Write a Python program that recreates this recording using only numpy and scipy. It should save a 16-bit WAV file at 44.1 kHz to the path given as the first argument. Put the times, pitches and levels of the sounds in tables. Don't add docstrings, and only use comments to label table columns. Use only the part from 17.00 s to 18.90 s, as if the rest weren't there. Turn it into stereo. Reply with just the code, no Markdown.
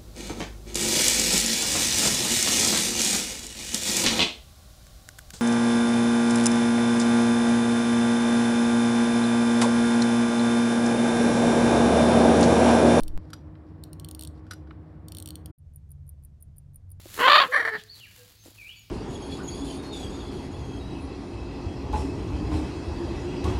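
import sys
import numpy as np
from scipy import signal
from scipy.fft import rfft, irfft, next_fast_len
from scipy.io import wavfile
from scipy.ndimage import uniform_filter1d, map_coordinates

SR = 44100
rng = np.random.default_rng(int(sys.argv[2]) if len(sys.argv) > 2 else 0)


def wrap_up_sound(samples):
    columns = np.atleast_2d(samples).T
    tamed = np.clip(columns, -1, 1)
    steps = np.round(tamed * 32767).astype(np.int16)
    wavfile.write(sys.argv[1], SR, steps)


N = 83790
FLUTTER_HZ = 220


def macaw(echo_db=-25, coo_echo_db=-13, left_lead_s=5e-5):
    # frequency in Hz, left minus right in dB.
    pan = [(300, 1), (1500, 1), (2400, -1.5), (3100, -6), (3700, -3.5), (4250, -2), (4650, -14), (5300, 3),
           (6500, 10.5), (10000, 13.5), (11500, -5), (16000, 1.5)]

    def placement(hz):
        lead = np.exp(1j * np.pi * hz * left_lead_s * np.array([[1], [-1]]))
        return sides(along(pan, hz)) * lead

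    voice = amp(-1) * squawk() + growl()
    coo = coos()
    early = amp(-9) * ground_bounce(voice)
    near = filtered(voice + coo + early, placement)
    return near + aviary(amp(echo_db) * voice + amp(coo_echo_db) * coo)


def squawk():
    # time in seconds, pitch in Hz, roughness (clipped to 0-1).
    voice = [(.17, 398.6, 0.82), (.212, 464.8, .85), (.228, 480.5, 0.22), (.244, 504.3, 0.38),
             (.253, 515.4, 0.06), (.267, 536.6, 0.07), (.276, 516.4, 0.78), (.293, 538.3, 1.11),
             (.298, 563, 0.03), (.308, 591, 0.06), (.313, 534, 0.33), (.324, 602.3, 0), (.329, 559.5, 0.48),
             (.344, 602, 0), (.351, 627, 0), (.356, 590, .65), (.375, 591.4, 0.9), (.38, 607, 0.02),
             (.389, 622, 0), (.398, 554.4, 0.85), (.411, 553.4, 0.99), (.417, 555.7, 0), (.424, 563, 0.2),
             (.432, 562.6, 0.74), (.47, 522, 0.65)]
    # time in seconds, relative level in dB.
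    level = [(.168, -47.5), (.194, -25), (.249, -15.5), (.253, -15), (.352, -12), (.388, -14), (.41, -16.5),
             (.421, -15), (.432, -20.5), (.445, -24), (.475, -38.5)]
    # time in seconds, beak opening 0-1.
    beak = [(.17, 0), (.21, 0.27), (.26, 0.47), (.3, 0.76), (.345, 1), (.425, 0.84), (.455, 0.2)]
    # Hz and dB with the beak nearly closed, Hz and dB wide open.
    throat = [(109, -23, 79, -35.5), (266.5, 3, 300, -16), (414, 2, 370, -15.5), (720, -12, 760, -4.5),
              (1010, 0, 1100, 6.5), (1200, -2, 1500, -1.5), (1448, -4, 2000, -0.5), (1960, 0, 2000, -10.5),
              (2210, -23, 2700, -1.5), (2430, -13.5, 2750, -8), (2900, -8, 3550, -2),
              (3030, -35, 4700, -7.5), (4060, -17.5, 4520, -13.5), (4730, -33.5, 5100, -24),
              (5280, -27.5, 6200, -34.5), (6300, -47, 6400, -39.5), (7440, -43, 7100, -27),
              (8300, -55.5, 7700, -46), (9450, -45.5, 11000, -35.5), (11000, -55, 10000, -45),
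              (13200, -45.5, 14000, -32), (14000, -58.5, 13800, -48.5)]
    return call(voice, level, beak, throat)


def growl():
    # time in seconds, pitch in Hz, roughness (clipped to 0-1).
    voice = [(.521, 599.6, 0.39), (.526, 662, 0.79), (.538, 609.7, 0.16), (.549, 549.4, 0.05),
             (.563, 614.3, 0.08), (.579, 477.3, 0.63), (.594, 488.2, 1), (.602, 479, 0), (.613, 433.5, 0),
             (.622, 464, 1.21), (.645, 469, 0.68), (.654, 448, 0), (.664, 441.7, 0.22), (.674, 460.7, .75),
             (.696, 454, 0.17), (.708, 430, 0.4), (.727, 432.6, 0), (.745, 424.8, 0.5), (.762, 438.8, .5),
             (.79, 406, 0.39)]
    # time in seconds, relative level in dB.
    level = [(.518, -37.5), (.529, -25.5), (.547, -16), (.556, -20.5), (.564, -13.5), (.574, -22),
             (.596, -25.5), (.604, -20), (.62, -28), (.648, -34.5), (.653, -20.5), (.668, -27.5),
             (.678, -25.5), (.697, -27.5), (.717, -37), (.727, -31), (.765, -28.5), (.773, -42),
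             (.82, -58.5)]
    # time in seconds, beak opening 0-1.
    beak = [(.52, 0.96), (.565, .88), (.6, 0.8), (.69, 0.6), (.765, 0.02)]
    # Hz and dB with the beak nearly closed, Hz and dB wide open.
    throat = [(110, -19, 110, -43), (267, -6, 300, -16), (410, -8, 840, -13.5), (865, -11, 950, -19),
              (1095, -12, 1100, -4.5), (1397, -10, 1390, -12), (1780, 5.5, 1770, 4),
              (2023, -8.5, 2110, -4.5), (2160, -7.5, 2380, -16), (2450, -23, 2650, -40),
              (2950, -25, 3250, -17.5), (3600, -35, 3230, -26), (4070, -18, 4500, -22.5),
              (4800, -21.5, 5150, -49.5), (5100, -28.5, 5800, -24.5), (5800, -44, 6250, -49.5),
              (8800, -50, 9040, -43.5), (8950, -48, 9950, -27.5), (9400, -44, 10600, -43),
              (16000, -56.5, 16000, -59)]
    return call(voice, level, beak, throat)


def call(voice, level, beak, throat, tremble=.13, catch_s=.0022, closing_per_db=.1, shapes=7):
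    # time in seconds, relative depth in dB.
    catches = [(.272, 8), (.295, 9), (.312, 9), (.329, 9), (.34, 4), (.377, 7), (.396, 10), (.412, 4),
               (.433, 6), (.552, 6), (.67, 8)]
    t = np.arange(N) / SR
    puffs, rough = syrinx(voice), curves(voice)[1]
    catch_db = sum(db * np.exp(-((t - s) / catch_s) ** 2) for s, db in catches)
    catch_db -= uniform_filter1d(catch_db, size=1800)
    opening = curves(beak)[0] + tremble * rough * wobble(170) - closing_per_db * catch_db
    opening = np.clip(opening, 0, 1)
    closed, opened = np.hsplit(np.array(throat, float), 2)
    sound = np.zeros(N)
    for step in np.linspace(0, 1, shapes):
        weight = np.maximum(1 - np.abs(opening - step) * (shapes - 1), 0)
        sound += weight * resonate(puffs, closed + step * (opened - closed))
    power = np.abs(uniform_filter1d(uniform_filter1d(sound ** 2, 300), 300))
    flutter_db = 1.4 * np.tanh(wobble(FLUTTER_HZ)) * (.5 + 2 * rough)
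    envelope = amp(curves(level)[0] + flutter_db - catch_db) * during(level)
    return sound / np.sqrt(power + 1e-9) * envelope


def syrinx(voice, waver=.02, jitter_cycles=.17, scatter_db=3.5, air_gain=.25, spread_s_per_hz=3e-7):
    hz, rough = curves(voice)
    rough = np.clip(rough, 0, 1)
    cycles = np.cumsum(hz * (1 + waver * wobble(FLUTTER_HZ))) / SR
    onsets = np.interp(np.arange(1, int(cycles[-1])), cycles, np.arange(N))
    i = onsets.astype(int)
    timing, size = rng.uniform(-1.053, 1, (N // 32, 2))[:len(onsets)].T * np.sqrt(3)
    onsets += jitter_cycles * rough[i] * timing * SR / hz[i]
    taps = onsets.astype(int)[:, None] + np.arange(-7, 9)
    offset = taps - onsets[:, None]
    pulse = np.sinc(offset) * np.cos(np.pi * offset / 16) ** 2
    strength = amp(scatter_db * np.sqrt(rough[i]) * size)
    puffs = np.bincount(np.clip(taps, 0, N - 1).ravel(), (pulse * strength[:, None]).ravel(), N)
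    air = rng.standard_normal(N) * (1 + np.cos(2 * np.pi * cycles)) * np.sqrt(hz / SR)
    flow = puffs + air_gain * rough * air
    return filtered(flow, lambda f: (f > 60) * np.exp(-1j * np.pi * spread_s_per_hz * f ** 2))


def coos(waver=.025):
    # start in seconds, length in seconds, first and last pitch in Hz, level in dB.
    glides = [(0.482, 0.052, 483, 516, -37.5), (.612, 0.029, 617, 648, -41),
              (0.655, 0.052, 640, 704, -41.5), (.705, 0.045, 451.7, 416, -39)]
    t, out = np.arange(N) / SR, np.zeros(N)
    for s, length_s, first_hz, last_hz, db in glides:
        progress = np.clip((t - s) / length_s, 0, 1)
        hz = (first_hz + progress * (last_hz - first_hz)) * (1 + waver * wobble(FLUTTER_HZ))
        out += amp(db) * np.sqrt(2 * np.abs(np.sin(np.pi * progress))) * sine(hz)
    return out


def rustle(gain_db=4):
    # time in seconds, relative level in dB.
    level = [(.04, -55), (.2, -41.5), (.32, -47), (.89, -66), (.94, -66), (.97, -50.5), (1.036, -64),
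             (1.18, -52.5), (1.242, -60.5), (1.3, -56.5), (1.41, -69), (1.466, -52), (1.544, -61),
             (1.68, -59), (1.9, -69)]
    # frequency in Hz, relative level in dB.
    spectrum = [(150, 0), (400, -2), (900, -3.5), (2000, -1), (4400, -0.5), (5700, -4), (7300, -3.5),
                (8600, -8), (11000, -1), (15500, -6.5)]
    # frequency in Hz, left minus right in dB.
    pan = [(500, 2.5), (4500, -6), (7000, 15.5), (10000, 7), (15000, 4.5)]
    grains = rng.standard_normal((2, N)) * amp(3 * wobble(350) + 1.6 * wobble(45))
    hiss = unit(filtered(grains, lambda hz: amp(along(spectrum, hz)) * sides(along(pan, hz))))
    return hiss * amp(curves(level)[0] + gain_db)


def scuffle(snap_t60_s=.0062, pan_db=3, echo_db=-15):
    # start in seconds, relative level in dB, contact time in seconds.
    knocks = [(0.057, -32.5, 0.0011), (1.459, -37.5, 0.00077), (1.477, -41.5, 0.00066),
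              (1.483, -43.5, .0008), (1.514, -46.5, 0.0011)]
    # mean frequency in Hz, relative level in dB, T60 in seconds.
    modes = [(330, -2, .04), (460, -2, .022), (620, -8, .014), (1200, -16, .012), (2300, -20, .012)]
    # start in seconds, relative level in dB, centre in Hz.
    snaps = [(.837, -40, 5800), (0.959, -45.5, 9000), (1.46, -44.5, 7000), (1.795, -49, 11840)]
    t, out = np.arange(SR // 8) / SR, np.zeros(N + SR)
    for s, db, contact_s in knocks:
        attack = 1 - np.exp(-(t / contact_s) ** 2)
        ring = sum(amp(db + mode_db - 60 * t / t60_s) * np.sin(2 * np.pi * hz * rng.normal(1, .16) * t)
                   for hz, mode_db, t60_s in modes)
        out[round(s * SR):][:len(t)] += attack * ring
    for s, db, hz in snaps:
        band = signal.iirpeak(hz, Q=1.5, fs=SR)
        snap = unit(signal.lfilter(*band, rng.standard_normal(len(t))))
        out[round(s * SR):][:len(t)] += snap * amp(db - 60 * t / snap_t60_s)
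    return sides(pan_db) * out[:N] + amp(echo_db) * aviary(out[:N])


def wings(half_width_oct=.33):
    # peak time in seconds, length in seconds, centre in Hz, level in dB.
    sweeps = [(.13, .4, 80, -54), (.463, .03, 190, -46), (.775, .05, 170, -54), (.795, .06, 3400, -48)]
    t, out = np.arange(N) / SR, np.zeros(N)
    for s, length_s, hz, db in sweeps:
        noise = rng.standard_normal(N)
        air = unit(filtered(noise, lambda f: 1 / (1 + (np.log2((f + 1) / hz) / half_width_oct) ** 2)))
        out += air * amp(db) * np.exp(-(2 * (t - s) / length_s) ** 2)
    return out


def small_birds(notes_db=-1, echo_db=-7, droop_per_s=.37):
    # time in seconds, pitch in Hz, relative level in dB.
    falling = [(.875, 3600, -63.5), (.902, 4364, -48), (.927, 4634, -46.5), (.95, 4210, -48),
               (.98, 3785, -63), (1.0, 3183, -52), (1.036, 2690, -47.5), (1.055, 2240, -52.5),
               (1.07, 1680, -54.5), (1.1, 1565, -76.5)]
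    rising = [(1.572, 2620, -72), (1.583, 2580, -49), (1.6, 2536, -47), (1.62, 2330, -48),
              (1.645, 2317, -49.5), (1.665, 2394, -45), (1.69, 2810, -45), (1.708, 3030, -43),
              (1.726, 3350, -47.5), (1.74, 3456, -55)]
    # start in seconds, length in seconds, pitch in Hz, relative level in dB.
    short_notes = [(1.175, .075, 490, -54), (1.18, .06, 1620, -58), (1.38, .08, 6320, -56),
                   (1.75, .05, 4550, -55), (1.75, .1, 6800, -56)]
    t, notes = np.arange(N) / SR, np.zeros(N)
    waver = .014 * wobble(400)
    for s, length_s, hz, db in short_notes:
        droop = droop_per_s * (t - s - length_s / 2)
        envelope = np.sin(np.pi * np.clip((t - s) / length_s, 0, 1))
        notes += amp(db + notes_db) * envelope * sine(hz * (1 + waver - droop))
    return (whistle(falling, waver=.03214, echo_db=-1, pan_db=-4)
            + whistle(rising, waver=.0275, echo_db=-1.5, pan_db=-3)
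            + notes + amp(echo_db) * aviary(notes))


def whistle(rows, waver, echo_db, pan_db):
    hz, db = curves(rows)
    tone = np.sqrt(2) * sine(hz * (1 + waver * wobble(350)))
    tone *= amp(db + 3.5 * wobble(170) - 2.5) * during(rows)
    return sides(pan_db) * (tone + amp(echo_db) * aviary(tone))


def ground_bounce(x, paths=10, drift_s=9.2e-5, drift_hz=8.84):
    t, out = np.arange(N) / SR, np.zeros((2, N))
    for channel in out:
        for delay_s in rng.uniform(.00058, .009, paths):
            channel += rng.choice([-1, 1]) * np.interp(t - delay_s - drift_s * wobble(drift_hz), t, x)
    return filtered(out / np.sqrt(paths), lambda hz: hz / (hz + 900))


def aviary(x, tail_samples=32768):
    # frequency in Hz, T60 in seconds.
    decay = [(200, 0.54), (2500, 0.671), (5000, 0.39), (12000, 0.2)]
    hz, t, noise = signal.stft(rng.standard_normal((2, tail_samples)), SR, nperseg=256)
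    tail = signal.istft(noise * amp(-60 * t / along(decay, hz)[:, None]), SR, nperseg=256)[1]
    return signal.fftconvolve(x[None], tail / np.linalg.norm(tail[0]), axes=1)[:, :N]


def background(rumble_db=-58.5, side_db=-7, hum_hz=101.4, hum_db=-58):
    # frequency in Hz, relative level in dB.
    spectrum = [(25, -22), (48, 3.5), (75, -1), (110, -5.5), (170, -8), (300, -16.5), (600, -26.5),
                (1500, -28.5), (4500, -14), (8000, -33), (16000, -24)]
    mid, side = unit(filtered(rng.standard_normal((2, N)), lambda hz: amp(along(spectrum, hz))))
    hum = sine(hum_hz * (1 + .075 * wobble(25))) * amp(hum_db + 2.5 * wobble(14))
    return amp(rumble_db) * (mid + amp(side_db) * np.array([side, -side])) + hum


def amp(db):
    return 10 ** (np.asarray(db) / 20)


def unit(x):
    return x / np.sqrt(np.mean(x ** 2) + 1e-20)


def sine(hz):
    return np.sin(2 * np.pi * np.cumsum(hz) / SR)


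def sides(db):
    return amp(np.array([[.5], [-.5]]) * db)


def along(points, hz):
    knots_hz, values = np.transpose(points)
    return np.interp(np.log(hz + 1), np.log(knots_hz + 1), values)


def curves(rows):
    times_s, *columns = np.transpose(rows)
    return [np.interp(np.arange(N) / SR, times_s, column) for column in columns]


def during(rows, fade_s=.0057):
    t = np.arange(N) / SR
    return np.clip(np.minimum(t - rows[0][0], rows[-1][0] - t) / fade_s + 1, 0, 1)


def wobble(rate_hz):
    return map_coordinates(rng.standard_normal(N // 8), [np.arange(N) * rate_hz / SR], mode="wrap")


def filtered(x, response):
    size = next_fast_len(N + SR // 2)
    return irfft(rfft(x, size) * response(np.fft.rfftfreq(size, 1 / SR)), size)[..., :N]


def resonate(x, spectrum, size=2048):
    cepstrum = irfft(np.log(amp(along(spectrum, np.fft.rfftfreq(size, 1 / SR)))))
    cepstrum[1:size // 2] *= 2
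    cepstrum[size // 2 + 1:] = 0
    return signal.fftconvolve(x, irfft(np.exp(rfft(cepstrum))))[:N]


def scene():
    return macaw() + small_birds() + rustle() + wings() + scuffle() + background()


def record(dry):
    return filtered(dry, lambda hz: hz < 15850)


dry = scene()
out = record(dry)
wrap_up_sound(out)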